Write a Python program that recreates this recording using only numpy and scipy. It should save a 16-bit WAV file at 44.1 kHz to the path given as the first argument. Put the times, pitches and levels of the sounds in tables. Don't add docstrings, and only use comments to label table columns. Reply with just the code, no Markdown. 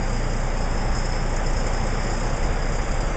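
import sys
import numpy as np
from scipy import signal
from scipy.fft import rfft, irfft, next_fast_len
from scipy.io import wavfile
from scipy.ndimage import uniform_filter1d, map_coordinates

SR = 44100
rng = np.random.default_rng(int(sys.argv[2]) if len(sys.argv) > 2 else 0)


def ratio(d):
    e = np.asarray(d, float) / 20
    return 10 ** e


def to_wav(sig):
    pcm = np.clip(np.atleast_2d(sig), -1, 1) * 32767
    pcm = np.round(pcm).astype(np.int16)
    wavfile.write(sys.argv[1], SR, pcm.T)


N = 139356
T = np.arange(N) / SR


def unit(x):
    return x / np.sqrt(np.mean(x ** 2) + 1e-20)


def curves(rows):
    s, *cols = np.transpose(rows)
    return [np.interp(T, s, c) for c in cols]


def wobble(rate):
    return map_coordinates(rng.standard_normal(200), [T * rate])


def filtered(x, gain, room=8192):
    m = next_fast_len(N + room)
    return irfft(rfft(x, m) * gain(np.fft.rfftfreq(m, 1 / SR)), m)[..., :N]


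def noise(gain, patchy_db=0):
    z = signal.stft(rng.standard_normal(N + 512), nperseg=512)[2]
    field = uniform_filter1d(rng.standard_normal(z.shape), size=6, axis=0)
    field = uniform_filter1d(field, size=8, axis=1)
    x = signal.istft(z * ratio(patchy_db * unit(field)), nperseg=512)[1][:N]
    return unit(filtered(x, gain))


def colour(points):
    f, level_db = np.transpose(points)
    return lambda hz: ratio(np.interp(np.log(hz + 1), np.log(f + 1), level_db))


def resonance(centre_hz, width_hz):
    return lambda hz: 1 / (1 + (2 * (hz - centre_hz) / width_hz) ** 2)


# time in seconds, firings per second.
FIRING_RATE = [(0.0, 30.05), (0.316, 29.41), (0.632, 29.05), (0.948, 29.0), (1.264, 29.21), (1.58, 29.57),
               (1.896, 29.98), (2.212, 30.39), (2.528, 30.81), (2.844, 31.39), (3.16, 32.44)]
FIRST_FIRING = .955


def firings():
    return np.cumsum(curves(FIRING_RATE)[0]) / SR - FIRST_FIRING


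TONE_MULTIPLES = [1, 2, 2.5, 3, 11 / 3, 4, 4.4, 5, 6, 7, 8, 11, 17, 18]
# rms level in dB at the start, and at the end.
TONE_LEVELS = [(-23.5, -24), (-38, -41.5), (-46, -48), (-40, -43), (-47, -48), (-37, -45), (-43, -42),
               (-54, -44), (-45, -54), (-40.5, -52), (-46, -54), (-49, -56), (-58, -49), (-50, -57)]
THUMP_WAVER_DB, TONE_WAVER_DB = .7, 1.2
TONE_DRIFT = .012
UPPER_FROM, UPPER_LEAD = 4.3, .35


def exhaust(count):
    out = np.zeros(N)
    for k, (start_db, end_db) in zip(TONE_MULTIPLES, TONE_LEVELS):
        waver_db = THUMP_WAVER_DB if k == 1 else TONE_WAVER_DB
        level_db = start_db + (end_db - start_db) * T / T[-1] + waver_db * wobble(4.08)
        lead = UPPER_LEAD * max(k - UPPER_FROM, 0)
        drift = TONE_DRIFT * np.sqrt(k) * wobble(3)
        out -= np.sqrt(2) * ratio(level_db) * np.cos(2 * np.pi * (k * count + lead + drift))
    return out


# multiple of the firing rate, typical peak level of a line in dB.
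CYLINDER_LINES = [(.5, -62), (2, -57), (5, -53), (9, -55.5), (20, -59), (35, -65)]
CYLINDER_SCATTER_DB = 3


def cylinder_pattern(spot):
    k = np.arange(3, 210) / 6
    scatter_db = CYLINDER_SCATTER_DB * rng.standard_normal(len(k))
    level = ratio(np.interp(k, *np.transpose(CYLINDER_LINES)) + scatter_db)
    phase = rng.random((len(k), 1))
    return level @ np.cos(2 * np.pi * (6 * k[:, None] * spot + phase))


def cylinders(count):
    spot = np.arange(4096) / 4096
    patterns = [cylinder_pattern(spot) for _ in range(3)]
    turn = np.pi * T / T[-1]
    early = turn < np.pi / 2
    shares = [np.cos(turn) * early, np.sin(turn), np.cos(turn) * ~early]
    return sum(share * np.interp(count / 6, spot, p, period=1) for share, p in zip(shares, patterns))


# time in seconds, level in dB before the trim.
ROAR_LEVEL = [(0.0, -32.5), (0.13, -32), (2.54, -30), (2.6, -31), (2.67, -30), (3.16, -31)]
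# frequency in Hz, relative density in dB before the panels.
ROAR_TILT = [(25, -33.5), (50, -5.5), (110, -3.5), (160, -7), (290, -10.5), (375, -13), (420, -8),
             (840, -11.5), (1050, -13), (1860, -15), (2140, -16.5), (2600, -23), (3500, -27.5), (3850, -34),
             (4150, -46), (4500, -58), (9000, -120)]
# centre in Hz, width in Hz, lift in dB.
PANEL_LIFTS = [(128, 35, 3.4), (211.7, 42, 4.3), (326, 35, 3.3), (521, 75, 2.4), (576, 19, 4.4),
               (780, 46, 3), (845, 67, 4.5), (1200, 39, 3), (1303, 18, 4.3), (2095, 40, 1.1)]
ROAR_TRIM_DB, ROAR_WAVER_DB = 1, .2
DEEP_SWELL, UPPER_SWELL = 0.05, 0.082
BRIGHTER_DB_PER_S = 0.05


def roar(count):
    def body(hz):
        lift_db = sum(db * resonance(centre, width)(hz) for centre, width, db in PANEL_LIFTS)
        return colour(ROAR_TILT)(hz) * ratio(lift_db)

    def swell(depth, late):
        return 1 + depth * np.cos(2 * np.pi * (count - late))

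    x = noise(body, patchy_db=0.8)
    deep = filtered(x, lambda hz: 1 / (1 + (hz / 1000) ** 4), room=0)
    upper = (x - deep) * ratio(BRIGHTER_DB_PER_S * T)
    level_db = curves(ROAR_LEVEL)[0] + ROAR_TRIM_DB + ROAR_WAVER_DB * wobble(3.5)
    return ratio(level_db) * (deep * swell(DEEP_SWELL, 0.093) + upper * swell(UPPER_SWELL, 0.29))


# centre in Hz, width in Hz, rms level in dB.
CAB_RINGS = [(528.4, 18, -46), (773.4, 18, -47), (1673, 11, -56), (2305, 16, -60)]


def rings():
    return sum(ratio(db) * noise(resonance(hz, width)) for hz, width, db in CAB_RINGS)


SPIT_RISE_S = 0.001


def puff(start_s, size, fall_s):
    t = np.arange(SR // 4) / SR
    rise = 1 - np.exp(-t / SPIT_RISE_S)
    shape = np.asarray(size)[:, None] * rise * np.exp(-t / np.asarray(fall_s)[:, None])
    at = np.round(np.asarray(start_s) * SR).astype(int)[:, None] + np.arange(len(t))
    return np.bincount(at.ravel(), shape.ravel(), N + SR)[:N]


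SPIT_LEAD = .14
SPIT_FALL_S, SPIT_SCATTER_DB = .016, 4


def small_spits(count):
    starts = np.interp(np.arange(0, count[-1]) - SPIT_LEAD, count, T)
    size = ratio(SPIT_SCATTER_DB * rng.standard_normal(len(starts)))
    return puff(starts, size, np.full(len(starts), SPIT_FALL_S))


# start in seconds, hiss level in dB, whistle level in dB, fall time in seconds
LOUD_SPITS = [(0.093, -49, -61, 0.022), (0.3026, -46.5, -57, 0.022), (0.572, -47, -58, 0.012),
              (0.611, -69, -47, 0.036), (.7773, -47, -49, 0.029), (0.947, -39.5, -47, 0.063),
              (1.056, -39.5, -63, 0.011), (1.1233, -53, -48, 0.023), (1.1544, -51.5, -48, 0.029),
              (1.362, -33.5, -43, 0.012), (1.4627, -40, -40, 0.017), (1.5614, -44, -46, 0.047),
              (1.665, -34, -58, 0.0099), (1.733, -44, -44.5, 0.035), (2.0294, -60.5, -47, 0.046),
              (2.137, -51.5, -41, 0.014), (2.2003, -44, -67, 0.022), (2.428, -61, -48, 0.016),
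              (2.4634, -52.5, -60, .022), (2.619, -60, -41, 0.018), (2.7183, -41.5, -57, 0.055),
              (2.909, -49, -48, 0.013), (3.0044, -49.5, -41, 0.013)]


def loud_spits():
    start_s, hiss_db, whistle_db, fall_s = np.transpose(LOUD_SPITS)
    return puff(start_s, ratio(hiss_db), fall_s), puff(start_s, ratio(whistle_db), fall_s)


# time in seconds, level in dB without the spits.
HISS_LEVEL = [(0.0, -47), (0.78, -48), (1.61, -45.5), (1.76, -47.5), (2.02, -46), (2.22, -45), (2.6, -49),
              (2.89, -46.5), (3.16, -47.5)]
# frequency in Hz, relative density in dB.
LEAK_COLOUR = [(3800, -62), (4150, -30), (4600, -6.5), (5300, -8.5), (5700, -8), (6300, -5), (6750, -1.5),
               (7250, 0), (7700, -4.5), (7950, -13), (8200, -22.5)]
# frequency in Hz, relative density in dB.
LOUD_COLOUR = [(4200, -39.5), (5000, -14), (6000, -9.5), (6600, 0), (7300, 2), (7700, -3.5), (7950, -17.5),
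               (8200, -22)]
HISS_SPIT_DB = -3


def hiss(count, loud):
    leak_level = ratio(curves(HISS_LEVEL)[0]) * (1 + ratio(HISS_SPIT_DB) * small_spits(count))
    return leak_level * noise(colour(LEAK_COLOUR), patchy_db=1.9) + loud * noise(colour(LOUD_COLOUR))


# time in seconds, centre in Hz, level in dB without the spits.
WHISTLE_PATH = [(0.0, 4960, -49.5), (0.58, 5100, -53), (1.01, 5160, -46), (1.32, 5170, -52),
                (1.95, 5147, -49), (2.95, 4970, -54.5), (3.04, 4940, -51), (3.16, 4800, -58.5)]
WHISTLE_WIDTH_HZ = 310
WHISTLE_SPIT_DB = 0


def whistle(count, loud):
    centre_hz, steady_db = curves(WHISTLE_PATH)
    level = ratio(steady_db) * (1 + ratio(WHISTLE_SPIT_DB) * small_spits(count)) + loud
    band = resonance(0, WHISTLE_WIDTH_HZ)
    turn = 2 * np.pi * np.cumsum(centre_hz) / SR
    return level * (noise(band) * np.cos(turn) + noise(band) * np.sin(turn))


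# time in seconds, level in dB before the random lumps.
WIND_LEVEL = [(0, -29), (.1, -49.5), (.6, -46), (.75, -38.5), (.92, -25), (1.1, -53.5), (1.35, -36),
              (1.53, -27), (1.75, -36.5), (2.1, -37.5), (2.27, -31), (2.45, -29), (2.6, -30.5),
              (2.75, -28.5), (2.95, -30), (3.16, -29.5)]
# frequency in Hz, relative density in dB.
WIND_TINT = [(2, -24.5), (6, -4.5), (20, 15), (30, -1.5), (50, 9.5), (100, -13), (250, -33.5), (600, -53)]
WIND_LUMPS_DB = 3


def wind():
    return ratio(curves(WIND_LEVEL)[0] + WIND_LUMPS_DB * wobble(7.64)) * noise(colour(WIND_TINT))


def scene():
    count = firings()
    engine = exhaust(count) + cylinders(count) + roar(count) + rings()
    loud_hiss, loud_whistle = loud_spits()
    air = hiss(count, loud_hiss) + whistle(count, loud_whistle)
    return (engine + air + wind())[None]


def roll_off(x):
    return signal.sosfilt(signal.butter(12, 9010, fs=SR, output="sos"), x)


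# frequency in Hz, gain of the image in dB.
MIRROR_GAIN = [(8000, 3), (8300, -9.5), (8600, -18.5), (8900, -31.5), (9200, -56)]
SLOW_RATE_HZ = 16000


def record(dry):
    half_hz = SLOW_RATE_HZ / 2
    kept = filtered(dry, lambda hz: hz < half_hz)
    folded = 2 * kept * np.cos(2 * np.pi * SLOW_RATE_HZ * T)
    mirror = filtered(folded, lambda hz: colour(MIRROR_GAIN)(hz) * (hz >= half_hz) * (hz < 9500))
    return roll_off(kept + mirror)


dry = scene()
out = record(dry)
to_wav(out)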